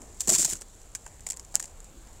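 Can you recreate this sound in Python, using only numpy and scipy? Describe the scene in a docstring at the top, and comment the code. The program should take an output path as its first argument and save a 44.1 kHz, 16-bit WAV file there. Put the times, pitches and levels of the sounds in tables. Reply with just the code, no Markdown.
"""Arrow shafts slide into a leather quiver close to a small camera microphone in a forest clearing.
Light wind and tree hush lie behind as flickering noise, with a faint treble crackle; a low rub dies away.
From 0.2 to 0.65 s shafts slide in: stick-slip grains scrape, snaps and chatter ring the wood, and
the pouch thuds in low leather modes. Sparse ticks follow, with one strong clean snap near 1.55 s.
The microphone port rings near 7 kHz on everything."""
import sys
import numpy as np
from scipy import signal
from scipy.fft import rfft, irfft
from scipy.io import wavfile
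from scipy.ndimage import uniform_filter1d

SR = 44100
rng = np.random.default_rng(int(sys.argv[2]) if len(sys.argv) > 2 else 0)


def output_pcm(signal):
    """Save a mono or channel-first signal as 16-bit PCM at the path in sys.argv[1].

    Samples are clipped to [-1, 1] before scaling.
    """
    pcm = np.clip(np.atleast_2d(signal).T, -1, 1) * 32767
    wavfile.write(sys.argv[1], SR, np.round(pcm).astype(np.int16))


def undo_db(level):
    """Turn decibels back into plain size, where 20 dB means ten times bigger."""
    steps = np.asarray(level, float) / 20
    return 10 ** steps


N = 97020  # 2.2 s


def band(x, hz, width_hz):
    """Two-pole resonance, gain 1 at the centre."""
    return signal.lfilter(*signal.iirpeak(hz, hz / width_hz, fs=SR), x)


def low(x, hz):
    """Gentle low-pass."""
    return signal.lfilter(*signal.butter(1, hz, fs=SR), x)


def steep_high(x):
    """Keeps the bright part above 5200 Hz."""
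    return signal.sosfilt(signal.butter(2, 5200, "high", fs=SR, output="sos"), x)


def fade(t, t60):
    """Exponential decay gain, 60 dB down after t60 seconds."""
    return undo_db(-60 * t / t60)


def unit(x):
    """Scales to rms 1."""
    return x / np.sqrt(np.mean(x ** 2))


def curve(rows):
    """Gain along (seconds, dB) points."""
    rows = np.array(rows)
    return undo_db(np.interp(np.arange(N) / SR, rows[:, 0], rows[:, 1]))


def walk(rate):
    """Random levels held 1 / rate seconds, slewed twice and scaled up again."""
    hold = int(SR / rate)
    held = np.repeat(rng.standard_normal(N // hold + 1), hold)
    return 1.52 * uniform_filter1d(uniform_filter1d(held, hold), hold)[:N]


def grains(per_s, spread_db, t60):
    """Dense tiny catches of very uneven size, each a short decaying puff of bright noise."""
    hits = (rng.random(N) < per_s / SR) * undo_db(spread_db * rng.exponential(size=N))
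    puffs = signal.lfilter([1], [1, -fade(1 / SR, t60)], hits)
    return unit(steep_high(puffs * rng.standard_normal(N)))


def ring(x, hz, t60):
    """One decaying mode struck by x."""
    pole = np.exp(2j * np.pi * hz / SR - np.log(1000) / (t60 * SR))
    return signal.lfilter([1], [1, -pole], x + 0j).imag


def struck(modes, gains_db, detune, push):
    """An object's modes, detuned and mixed anew for one blow; neighbours swing in opposite senses."""
    total = 0
    for k, ((hz, db, t60), gain_db, shift) in enumerate(zip(modes, gains_db, detune)):
        total = total + (-1) ** k * undo_db(db + gain_db) * ring(push, hz * (1 + shift), t60)
    return total


def forest():
    """Wind and tree hush: noise bands half an octave apart that swell together and flicker alone."""
    # Hush ahead of the microphone port. Each row: frequency in Hz, relative spectral level in dB per Hz.
    hush_spectrum = [(15, -6), (28, 2), (60, -1.5), (130, -14), (300, -19.5), (800, -21.5), (1300, -27.5),
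                     (2500, -33.5), (4500, -39), (7300, -72), (11000, -38), (16000, -36.5)]
    level_db, gust_db, flicker_db = -33, -0.45, 1.54
    out, gust, shape = 0, walk(1.5), np.array(hush_spectrum)
    f = np.fft.rfftfreq(N, 1 / SR) + 1  # 1 Hz up, to keep the logarithm finite
    tilt_db = np.interp(np.log(f), np.log(shape[:, 0]), shape[:, 1])
    spectrum = rfft(rng.standard_normal(N)) * undo_db(tilt_db)
    for hz in 15 * 2 ** np.arange(0, 10.6, .5):
        # neighbouring shares overlap and add up to 1
        share = np.cos(np.pi * np.clip(np.log2(f / hz), -.5, .5)) ** 2
        out = out + irfft(spectrum * share, N) * undo_db(gust_db * gust + flicker_db * walk(12.04))
    return undo_db(level_db) * unit(out)


def rustle():
    """Faint fine crackle of cloth and leaves, built of uneven tiny catches."""
    # Treble level of the rustle. Each row: time in seconds, level in dB.
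    rustle_levels = [(0, -48), (.05, -51), (.13, -74), (.17, -60), (.66, -54), (.82, -51), (.93, -65),
                     (1.0, -44), (1.2, -57), (1.35, -61), (1.45, -73), (1.53, -45.5), (1.68, -44.5),
                     (1.75, -69), (2.05, -56.5), (2.2, -62)]
    return curve(rustle_levels) * grains(1800, 4.7, 0.014)


def rub():
    """Dull leather friction: noise through two broad low resonances, unsteady in level."""
    # Low rub of the pouch dying away, then under the sliding. Each row: time in seconds, level in dB.
    rub_levels = [(0, -35.5), (.1, -39.5), (.2, -46.5), (.27, -45), (.28, -29), (.36, -35), (.42, -42.5),
                  (.55, -44.5), (.62, -65), (.7, -84)]
    dull = unit(band(band(rng.standard_normal(N), 344, 450), 340, 450))
    return curve(rub_levels) * dull * undo_db(2 * walk(39.4))


def slide():
    """Stick-slip grains under the sliding level, with a duller leather rasp."""
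    # Shafts along the leather. Each row: time in seconds, level in dB shared by scrape and rasp.
    slide_levels = [(.17, -53.5), (.195, -52), (.205, -35.5), (.212, -26), (.225, -42.5), (.245, -39),
                    (.27, -45.5), (.2745, -35), (.29, -27), (.298, -19), (.315, -25.5), (.345, -18.5),
                    (.355, -17), (.368, -25.5), (.378, -29.5), (.39, -21.5), (.43, -23.5), (.444, -28.5),
                    (.452, -21), (.472, -36.5), (.482, -29.5), (.53, -31.5), (.545, -43), (.575, -42.5),
                    (.6, -54), (.62, -46), (.64, -59.5), (.66, -56)]
    scrape_db, rasp_db = 8.5, -4.5
    rasp = unit(band(rng.standard_normal(N), 2400, 2600)) * undo_db(2 * walk(148.7))
    scrape = grains(5000, 2.5, .006)
    return curve(slide_levels) * (undo_db(scrape_db) * scrape + undo_db(rasp_db) * rasp)


def ticks():
    """A broad snap, then a duller chatter and faint tail; the same contact rings the wooden shaft."""
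    # Shaft contacts. Each row: start in seconds, level in dB, woody part against the bright part in dB,
    # chatter t60 in seconds, dB taken off the chatter (and its tail) of a clean snap.
    contacts = [(0.018, -34.0, -15, 0.012, -5), (0.1981, -32.0, -22.0, 0.01, -3),
                (0.2063, -11, -28.5, 0.012, -5), (0.2174, -20.5, -19, 0.0081, -3),
                (0.2743, -12.5, -22, 0.013, -1), (0.2809, -10.0, -23, 0.017, -3),
                (0.2919, -10, -23, 0.021, -7), (0.295, -7.0, -24, 0.014, -3.5),
                (0.3004, -10, -20, 0.016, -6), (0.3226, -15.5, -18, 0.014, -6),
                (0.322, -10.5, -17.5, 0.0098, -0.5), (0.3377, -13.5, -18.5, 0.018, -2.5),
                (0.35, -9, -30, 0.019, -4.5), (0.3596, -12.5, -21.5, 0.023, -4.5),
                (0.3825, -16.5, -18, 0.014, -4), (0.385, -11, -28, 0.012, -1),
                (0.3957, -13, -26, 0.02, -1.5), (0.4013, -17, -28, 0.015, -4), (0.4144, -14, -33, 0.01, -8),
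                (0.4192, -15, -26, 0.012, -4), (0.426, -16.5, -18.0, 0.0098, -1.5),
                (0.4476, -6, -27.5, 0.014, -1.5), (0.451, -11, -22, 0.021, -1.5),
                (0.4548, -18, -25, 0.006, -4), (0.4611, -22, -25, 0.012, -1),
                (0.4776, -24, -15, 0.0099, -4), (0.5, -18.5, -24, 0.013, -5),
                (0.5096, -20.0, -18, 0.012, -2), (0.5275, -22.5, -17.5, 0.014, -5.5),
                (0.5331, -13, -26, 0.014, -2), (0.547, -32, -15, 0.014, -3), (0.5543, -28, -21, 0.013, -5),
                (0.5689, -30, -21, 0.0096, -3), (0.6119, -27.5, -18, 0.0095, -4.5),
                (0.619, -25.5, -16, 0.014, -3), (0.816, -37.5, -16, 0.0092, -4),
                (0.9503, -18, -18, 0.036, -3), (1.0636, -31.5, -6, 0.02, -3),
                (1.0772, -36.5, -16, 0.017, -4), (1.195, -43.5, -0.5, 0.0073, -3),
                (1.2664, -22, -15, 0.011, -3), (1.2691, -19, -24.5, 0.0088, -3.5),
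                (1.274, -36, -18, 0.04, -5), (1.2884, -23, -20.5, 0.012, -3.5),
                (1.3013, -20.5, -28, 0.029, -6), (1.3017, -21, -22, 0.016, 0),
                (1.3073, -16, -22.0, 0.012, 0.5), (1.32, -23.5, -20.5, 0.011, -4.5),
                (1.3314, -30, -11, 0.017, -2), (1.3403, -35, -15, 0.016, -2), (1.366, -34, -22, 0.008, -4),
                (1.371, -25.5, -24.0, 0.0087, -2), (1.3964, -24.5, -18.5, 0.0066, -3.5),
                (1.4495, -36, -14.5, 0.011, -3), (1.5229, -42, -20, 0.012, -4),
                (1.5424, -28, -9.5, 0.019, -2), (1.5481, -24.5, -10, 0.017, 0),
                (1.555, 2.5, -25.5, 0.0082, 16.5), (1.5631, -23.5, -14, 0.012, -4),
                (1.5703, -30.5, -12, 0.0094, -1), (1.577, -32, -20, 0.0065, -1),
                (1.5974, -17, -22.0, 0.0091, 0.5), (1.5995, -20, -20.5, 0.015, -7.5),
                (1.6125, -33.0, -22, 0.012, -3), (1.6263, -20, -18, 0.0081, -2),
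                (1.6378, -31, -14, 0.014, -3.5), (1.6395, -33, -17, 0.006, 2),
                (1.6424, -22.5, -18, 0.0075, -0.5), (1.656, -29, -27, 0.016, -1.5),
                (1.6784, -40, -23, 0.012, -5), (1.8038, -30.5, -16.5, 0.004, 0.5),
                (1.8441, -33, -27, 0.0089, 0), (2.0721, -38.0, -17, 0.0075, -2)]
    # Wooden shaft modes. Each row: frequency in Hz, level in dB, t60 in seconds.
    shaft_modes = [(757, -1.5, .01), (1056, -3, .009), (1456, -3.5, 0.01), (1826, -1, 0.0067),
                   (2260, -0.5, 0.0072), (3050, -3.5, 0.0032), (3580, -9, 0.002), (4750, -20, 0.0017)]
    snap_db, chatter_db, wood_gain_db, dull_hz = 18, 0.5, -8, 13300
    tail_db, tail_t60_s = -11, 0.058
    scatter_db, detune_share = 3, .08  # from contact to contact
    out, t = np.zeros(N + 4000), np.arange(4000) / SR
    chance = rng.standard_normal((len(contacts), len(t) + 2 * len(shaft_modes)))
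    for (start_s, db, wood_db, t60, clean_db), draws in zip(contacts, chance):
        decay = fade(t, t60) + undo_db(tail_db) * fade(t, tail_t60_s)
        hit = low(draws[:len(t)], dull_hz) * decay * undo_db(chatter_db - clean_db)
        hit[0] = undo_db(snap_db)  # the snap is a single sample
        mix, detune = draws[len(t):].reshape(2, -1)
        wood = struck(shaft_modes, scatter_db * mix, detune_share * detune, hit)
        tick = steep_high(hit) + undo_db(wood_gain_db + wood_db) * wood
        out[int(start_s * SR):][:len(t)] += undo_db(db) * tick
    return out[:N]


def pouch():
    """Each thud rings the leather's low modes, most those near the pitch of the place it lands on."""
    # Thuds of the pouch. Each row: start in seconds, level in dB, pitch of the struck place in Hz.
    thuds = [(0.276, -23.5, 347), (0.281, -23, 158), (0.29, -24.5, 606), (0.299, -30, 646),
             (0.312, -24.5, 383), (0.321, -21.5, 397), (0.334, -21, 135), (0.344, -36, 102),
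             (0.354, -35, 205), (0.381, -31, 230), (0.39, -24.5, 323), (0.399, -41, 223), (0.427, -33, 280),
             (0.449, -31, 147), (0.479, -32, 610), (0.525, -31.5, 304), (0.534, -37, 247),
             (0.558, -47, 237), (0.611, -39.5, 665), (0.621, -40, 102)]
    # Leather modes. Each row: frequency in Hz, level in dB, t60 in seconds.
    leather_modes = [(94, -15, 0.05), (126, 3, .06), (154, 1.5, 0.074), (245, -1.5, 0.057),
                     (304, -5, 0.064), (371, 0.5, 0.067), (462, -10, 0.063), (624, -2, 0.074),
                     (790, -4, 0.051), (1010, -10, 0.022)]
    thud_gain_db, scatter_db, detune_share = 9, 3.5, 0.068
    seat_oct = 0.98  # modes this many octaves from the struck pitch lose 6 dB
    out, push = np.zeros(N + 6000), np.eye(1, 6000)[0]  # the push is one impulse
    chance = rng.standard_normal((len(thuds), 2, len(leather_modes)))
    for (start_s, db, hz), (mix, detune) in zip(thuds, chance):
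        away = np.log2(np.array(leather_modes)[:, 0] / hz) / seat_oct
        gains_db = scatter_db * mix - 6 * away ** 2
        thud = struck(leather_modes, gains_db, detune_share * detune, push)
        out[int(start_s * SR):][:len(push)] += undo_db(db + thud_gain_db) * thud
    return out[:N]


def scene():
    """All sources at the microphone, in one channel."""
    return (ticks() + slide() + pouch() + forest() + rustle() + rub())[None]


def low_pass(x):
    """Removes everything above the highest recorded frequency."""
    return signal.sosfilt(signal.butter(12, 17150, fs=SR, output="sos"), x)


def record(dry):
    """The microphone port is a resonant low-pass, gain 1 at its peak; the top is cut in two steps."""
    port_hz, port_q = 7350, 7
    top_hz, over_top_db, end_hz = 15780, -10, 16550
    f = np.fft.rfftfreq(N, 1 / SR)
    port = 1 / port_q / (1 - (f / port_hz) ** 2 + 1j * f / port_hz / port_q)
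    top = np.where(f < top_hz, 1, undo_db(over_top_db)) * (f < end_hz)
    mix = irfft(rfft(dry) * port * top, N)
    return low_pass(mix)


dry = scene()
out = record(dry)
output_pcm(out)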